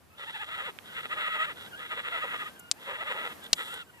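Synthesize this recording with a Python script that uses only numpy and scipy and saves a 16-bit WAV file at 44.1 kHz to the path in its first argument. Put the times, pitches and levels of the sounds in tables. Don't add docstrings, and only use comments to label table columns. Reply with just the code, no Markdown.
import sys
import numpy as np
from scipy import signal
from scipy.fft import rfft, irfft, next_fast_len
from scipy.io import wavfile
from scipy.ndimage import map_coordinates

SR = 44100
rng = np.random.default_rng(int(sys.argv[2]) if len(sys.argv) > 2 else 0)


def pcm_store(signal):
    levels = np.round(np.clip(np.atleast_2d(signal), -1, 1) * 32767)
    wavfile.write(sys.argv[1], SR, levels.astype(np.int16).T)


N = 176400


def amp(db):
    return 10 ** (np.asarray(db) / 20)


def unit(x):
    return x / np.sqrt(np.mean(x ** 2) + 1e-20)


def along(points, hz):
    f, value = np.transpose(points)
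    return np.interp(np.log(hz + 1), np.log(f + 1), value)


def curves(rows):
    s, *columns = np.transpose(rows)
    return [np.interp(np.arange(N) / SR, s, column) for column in columns]


def during(rows, fade):
    t = np.arange(N) / SR
    return np.clip(np.minimum(t - rows[0][0], rows[-1][0] - t) / fade, 0, 1)


def wobble(rate):
    knots = rng.standard_normal(int(N * rate / SR) + 4)
    return map_coordinates(knots, [np.arange(N) * rate / SR])


def filtered(x, response):
    m = next_fast_len(N + SR // 2)
    return irfft(rfft(x, m) * response(np.fft.rfftfreq(m, 1 / SR)), m)[..., :N]


# f/Hz, width/Hz, level/dB
THROAT = [(448, 126, -1), (922, 180, -2.5), (1283, 95, 5.5), (1937, 255, 4), (2774, 450, -2),
          (3304, 327, 0), (3957, 590, -16.5), (7160, 980, -28.5)]
# boost under 1050 Hz/dB, boost over 2900 Hz/dB
MOUTH = [(-4, 0), (-6.5, -1), (-5.5, -1), (-1.5, -1), (-3, 2.5)]
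JAW_RATE, JAW_SHIFT = 25.084, 0.025
CHEST_DB = 3.5
LOUD_DB, SOFT_DB, BRIGHTEN = -38, -52, .6
# start t/s, end t/s, level/dB, pitch f/Hz, roughness/0-1
CHITTER_CALLS = [
    [(.19, .247, -45, 662, 0.66), (.272, .303, -41.5, 887.4, 0.23), (.337, .374, -39.5, 889, 0.34),
     (.394, .44, -39, 886, 0.25), (.474, .565, -43, 651.5, 0.49), (.574, .619, -38.5, 670.4, 0.65),
     (.628, .675, -40, 638, 0.29), (.68, .702, -37, 445, 0.01)],
    [(.85, .945, -53.5, 522.3, 0.78), (.955, 1.004, -37, 541.4, 0.35), (1.033, 1.064, -40, 497.2, 0.87),
     (1.108, 1.138, -32.5, 632, 0.27), (1.168, 1.225, -34, 658, 0.6), (1.231, 1.287, -35, 642.7, 0.33),
     (1.295, 1.372, -36, 640.7, 0.32), (1.385, 1.452, -32.5, 675, 0.32), (1.465, 1.523, -39, 610, .15)],
    [(1.56, 1.675, -54, 549, 0.91), (1.79, 1.872, -43.5, 599.5, .7), (1.903, 1.94, -36, 609.4, 0.52),
     (1.965, 2.008, -36, 562.4, 0.56), (2.04, 2.092, -37.5, 567.6, 0.64), (2.112, 2.195, -37, 646, 0.38),
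     (2.205, 2.25, -35.5, 607.5, 0.23), (2.258, 2.365, -40, 616, 0.72), (2.385, 2.436, -39.5, 654, 0.5),
     (2.452, 2.489, -41, 610, .12)],
    [(2.808, 2.838, -49.5, 543, 0.32), (2.862, 2.922, -39.5, 596, 0.48), (2.932, 2.966, -37.5, 535, 0.3),
     (2.99, 3.035, -38, 628.4, 0.42), (3.06, 3.122, -36, 590.3, 0.33), (3.132, 3.28, -40.5, 624.8, 0.64),
     (3.29, 3.332, -44, 522.5, 0.37)],
    [(3.43, 3.47, -52.5, 579, 0.63), (3.58, 3.63, -38.5, 522.6, 0.67), (3.645, 3.82, -47.5, 572.8, 0.74)],
]


def ring(f, low_hz, high_hz):
    total = 0
    for k, (centre, width, db) in enumerate(THROAT):
        if low_hz < centre < high_hz:
            damping = 1j * f * width
            total = total + (-1) ** k * amp(db) * damping / (centre * centre - f * f + damping)
    return total


def throat(f):
    bands = np.array([ring(f, 0, 1050), ring(f, 1050, 2900), ring(f, 2900, SR)])
    return f ** 3 / (f ** 3 + 300 ** 3) * bands


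def chitter():
    calls = [syllables(rows) for rows in CHITTER_CALLS]
    gains, pitches, roughs = np.transpose(calls, (1, 0, 2))
    call, now = gains.argmax(axis=0), np.arange(N)
    source = folds(pitches[call, now], roughs[call, now])
    jaw = (1 + np.tanh(wobble(JAW_RATE))) / 2
    shut = filtered(source, lambda f: throat(f * (1 + JAW_SHIFT)))
    wide = filtered(source, lambda f: throat(f * (1 - JAW_SHIFT)))
    low, middle, top = jaw * wide + (1 - jaw) * shut
    low_db, top_db = np.transpose(MOUTH)[:, call]
    gain = gains.sum(axis=0)
    rasp = (amp(LOUD_DB) / np.clip(gain, amp(SOFT_DB), amp(LOUD_DB))) ** BRIGHTEN
    voice = amp(low_db + CHEST_DB * wobble(45)) * low + middle + amp(top_db) * rasp * top
    return gain * voice / np.std(middle)


ATTACK_S, RELEASE_S = 0.0087, 0.005
SWELL_DB = 2
SCOOP, SAG, LAST_SAG, FRAY = .1, .11, .34, .7


def syllables(rows):
    start, end, db, hz, rough = (column[:, None] for column in np.transpose(rows))
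    t = np.arange(0, N, 32) / SR
    u = np.clip((t - start) / (end - start), -.5, 1.5)
    edge = lambda x: 1 / (1 + np.exp(-np.clip(x, -30, 30)))
    gain = amp(db + SWELL_DB * (u + 1.0)) * edge((t - start) / ATTACK_S) * edge((end - t) / RELEASE_S)
    share = gain / gain.sum(axis=0)
    scoop = SCOOP * np.clip(.3 - u, 0, 1) * 2
    sag = np.where(end == end[-1], LAST_SAG, SAG) * np.clip(u - .4, 0, 1) * 2
    pitch = hz * (1 - scoop - sag)
    frayed = np.clip(rough + FRAY * (end < end[-1]) * np.clip(u - .6, 0, 1) * 2, 0, 1)
    whole_call = gain.sum(axis=0), (share * pitch).sum(axis=0), (share * frayed).sum(axis=0)
    return [np.interp(np.arange(N) / SR, t, curve) for curve in whole_call]


JITTER, WANDER, SIZE_DB, BREATH, SLIDE = .16, .13, 4, .55, .035


def folds(pitch, rough):
    unsteady = np.exp(WANDER * rough * wobble(70) + SLIDE * wobble(30))
    phase = np.cumsum(pitch * unsteady) / SR
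    at = np.interp(np.arange(1, int(phase[-1])), phase, np.arange(N))
    whole = at.astype(int)
    luck = rng.standard_normal((N // 30, 2))[:len(at)]
    at = np.clip(at + JITTER * rough[whole] * luck[:, 0] * SR / pitch[whole], 0, N - 2)
    size = amp(SIZE_DB * rough[whole] * luck[:, 1])
    whole, part = at.astype(int), at % 1
    pulses = np.bincount(whole, size * (1 - part), N) + np.bincount(whole + 1, size * part, N)
    breath = rng.standard_normal(N) * np.exp(-3 * (phase % 1))
    return unit(pulses - pulses.mean()) + BREATH * rough * unit(breath)


# t/s, pitch f/Hz, level/dB
SQUEALS = [
    [(.1, 1280, -61), (.2, 1400, -63)],
    [(.845, 1500, -57), (.95, 1432, -52)],
    [(1.56, 1480, -56), (1.645, 1400, -56), (1.69, 1650, -58)],
    [(1.705, 1740, -54), (1.735, 1407, -47.5), (1.8, 1740, -54)],
    [(2.49, 1500, -55), (2.56, 1630, -58), (2.61, 1420, -57), (2.7, 1430, -53)],
    [(2.755, 780, -62), (2.815, 1100, -58)],
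    [(3.35, 2250, -55), (3.375, 1850, -57), (3.42, 1600, -59), (3.49, 1554, -59)],
    [(3.675, 1260, -49), (3.755, 1550, -46), (3.835, 1330, -49)],
    [(3.86, 1590, -60), (3.91, 1500, -60)],
    [(3.925, 980, -58), (3.98, 950, -58), (4.01, 700, -60)],
]
# f/Hz, level/dB
WHISTLE = [(900, -7), (1600, 0), (3300, -6), (4200, -30)]
QUAVER, FLICKER_DB, FADE_S = .022, 3, .008


def squeals():
    out = np.zeros(N)
    quaver = np.exp(QUAVER * wobble(150))
    flicker = amp(FLICKER_DB * wobble(56))
    for rows in SQUEALS:
        pitch, db = curves(rows)
        angle = 2 * np.pi * np.cumsum(pitch * quaver) / SR
        partials = 0
        for k in (1, 2, 3):
            partials = partials + amp(along(WHISTLE, k * pitch)) * np.sqrt(2) * np.sin(k * angle)
        out += amp(db) * during(rows, FADE_S) * partials
    return out * flicker


# f/Hz, left over right level/dB
SIDES = [(400, -3), (2400, 2), (4400, -5.5), (8000, 9.5)]
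LEFT_LAG_S = 0.00018
NOOK_DB, NOOK_T60 = -9, .03


def nook(x):
    half = np.array([[.5], [-.5]])
    lag = lambda hz: np.exp(-2j * np.pi * hz * half * LEFT_LAG_S)
    direct = filtered(x, lambda hz: amp(half * along(SIDES, hz)) * lag(hz))
    t = np.arange(SR // 8) / SR
    tail = rng.standard_normal((2, len(t))) * amp(-60 * t / NOOK_T60)
    tail = tail / np.linalg.norm(tail[0])
    late = np.pad(x, (60, 0))[None]
    return direct + amp(NOOK_DB) * signal.fftconvolve(late, tail, axes=1)[:, :N]


# t/s, level/dB, left over right level/dB, f/Hz, left lag/ms
SNAPS = [(0.788, -30, -13.5, 2680, 0.7), (2.7139, -4, 2.5, 5696, 0.0033), (3.531, -2, 6.5, 5230, 0.045),
         (3.5331, -3.5, -3, 4282, 0.013)]
# f/Hz, relative level per Hz/dB
RATTLE = [(1500, -18.5), (3500, -5), (8000, -8), (9000, -25)]
SNAP_CYCLES, RATTLE_DB, RATTLE_T60 = 0.95, -12.5, 0.019


def snaps():
    out, t = np.zeros((2, N + SR)), np.arange(SR // 20) / SR
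    for s, db, pan_db, hz, lag_ms in SNAPS:
        u = t * hz / SNAP_CYCLES
        click = u * np.exp(1 - u ** 2) * np.sin(2 * np.pi * hz * t)
        colour = amp(along(RATTLE, np.fft.rfftfreq(len(t), 1 / SR) * 5000 / hz))
        noise = unit(irfft(rfft(rng.standard_normal((2, len(t)))) * colour, len(t)))
        noise = unit(noise + noise[0])
        rattle = amp(RATTLE_DB - 60 * t / RATTLE_T60) * np.minimum(u, 1) * noise
        for side, sign in enumerate((1, -1)):
            start = round((s + lag_ms / 1000 * (sign > 0)) * SR)
            out[side, start:start + len(t)] += amp(db + sign * pan_db / 2) * (click + rattle[side])
    return out[:, :N]


# f/Hz, correlation/0-1
ALIKE = [(60, 0.34), (1000, 0.31)]


def hush(spectrum):
    def mid_side(hz):
        turn = np.arccos(np.clip(along(ALIKE, hz), -1, 1)) / 2
        colour = amp(along(spectrum, hz)) * (hz >= spectrum[0][0])
        return colour * [np.cos(turn), np.sin(turn)]

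    mid, side = filtered(rng.standard_normal((2, N)), mid_side)
    return unit(np.array([mid + side, mid - side]))


# t/s, level/dB
RUSTLE = [(.1, -93.5), (3.5, -73.5), (3.56, -53), (3.76, -54), (3.79, -69)]
# t/s, peak of the added level/dB
CRACKLES = [(2.595, -39.5), (3.4391, -48), (3.74, -44)]
# f/Hz, relative level per Hz/dB
FIBRES = [(6000, -11), (7700, 2), (9200, -3), (12800, -4)]
CRACKLE_S, GRAINS_DB = 0.0024, -1.5


def rustle():
    t = np.arange(N) / SR
    level = amp(curves(RUSTLE)[0] + GRAINS_DB * wobble(360))
    for s, db in CRACKLES:
        level = level + amp(db) * np.exp(-np.abs(t - s - CRACKLE_S) / CRACKLE_S)
    return level * hush(FIBRES)


# t/s, level/dB
HUM = [(.15, -58.5), (1.1, -53.5), (3.75, -52.5), (3.87, -58)]
# f/Hz, relative level per Hz/dB
HOUSE = [(142, -12.5), (1150, -19), (6040, -32.5), (14600, -31.5)]


def house():
    hum_db = curves(HUM)[0] + 1.5 * wobble(6)
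    return amp(hum_db) * hush(HOUSE)


# f/Hz, relative level per Hz/dB
RUMBLE = [(25, -35), (85, 1.5), (200, -12), (500, -62)]


def rumble():
    return amp(-66) * hush(RUMBLE)


def scene():
    return nook(chitter() + squeals()) + snaps() + rustle() + house() + rumble()


def record(dry):
    clipped = dry / (1 + np.abs(dry) ** 8) ** (1 / 8)
    return filtered(clipped, lambda hz: (hz > 30) * (hz < 14700))


dry = scene()
out = record(dry)
pcm_store(out)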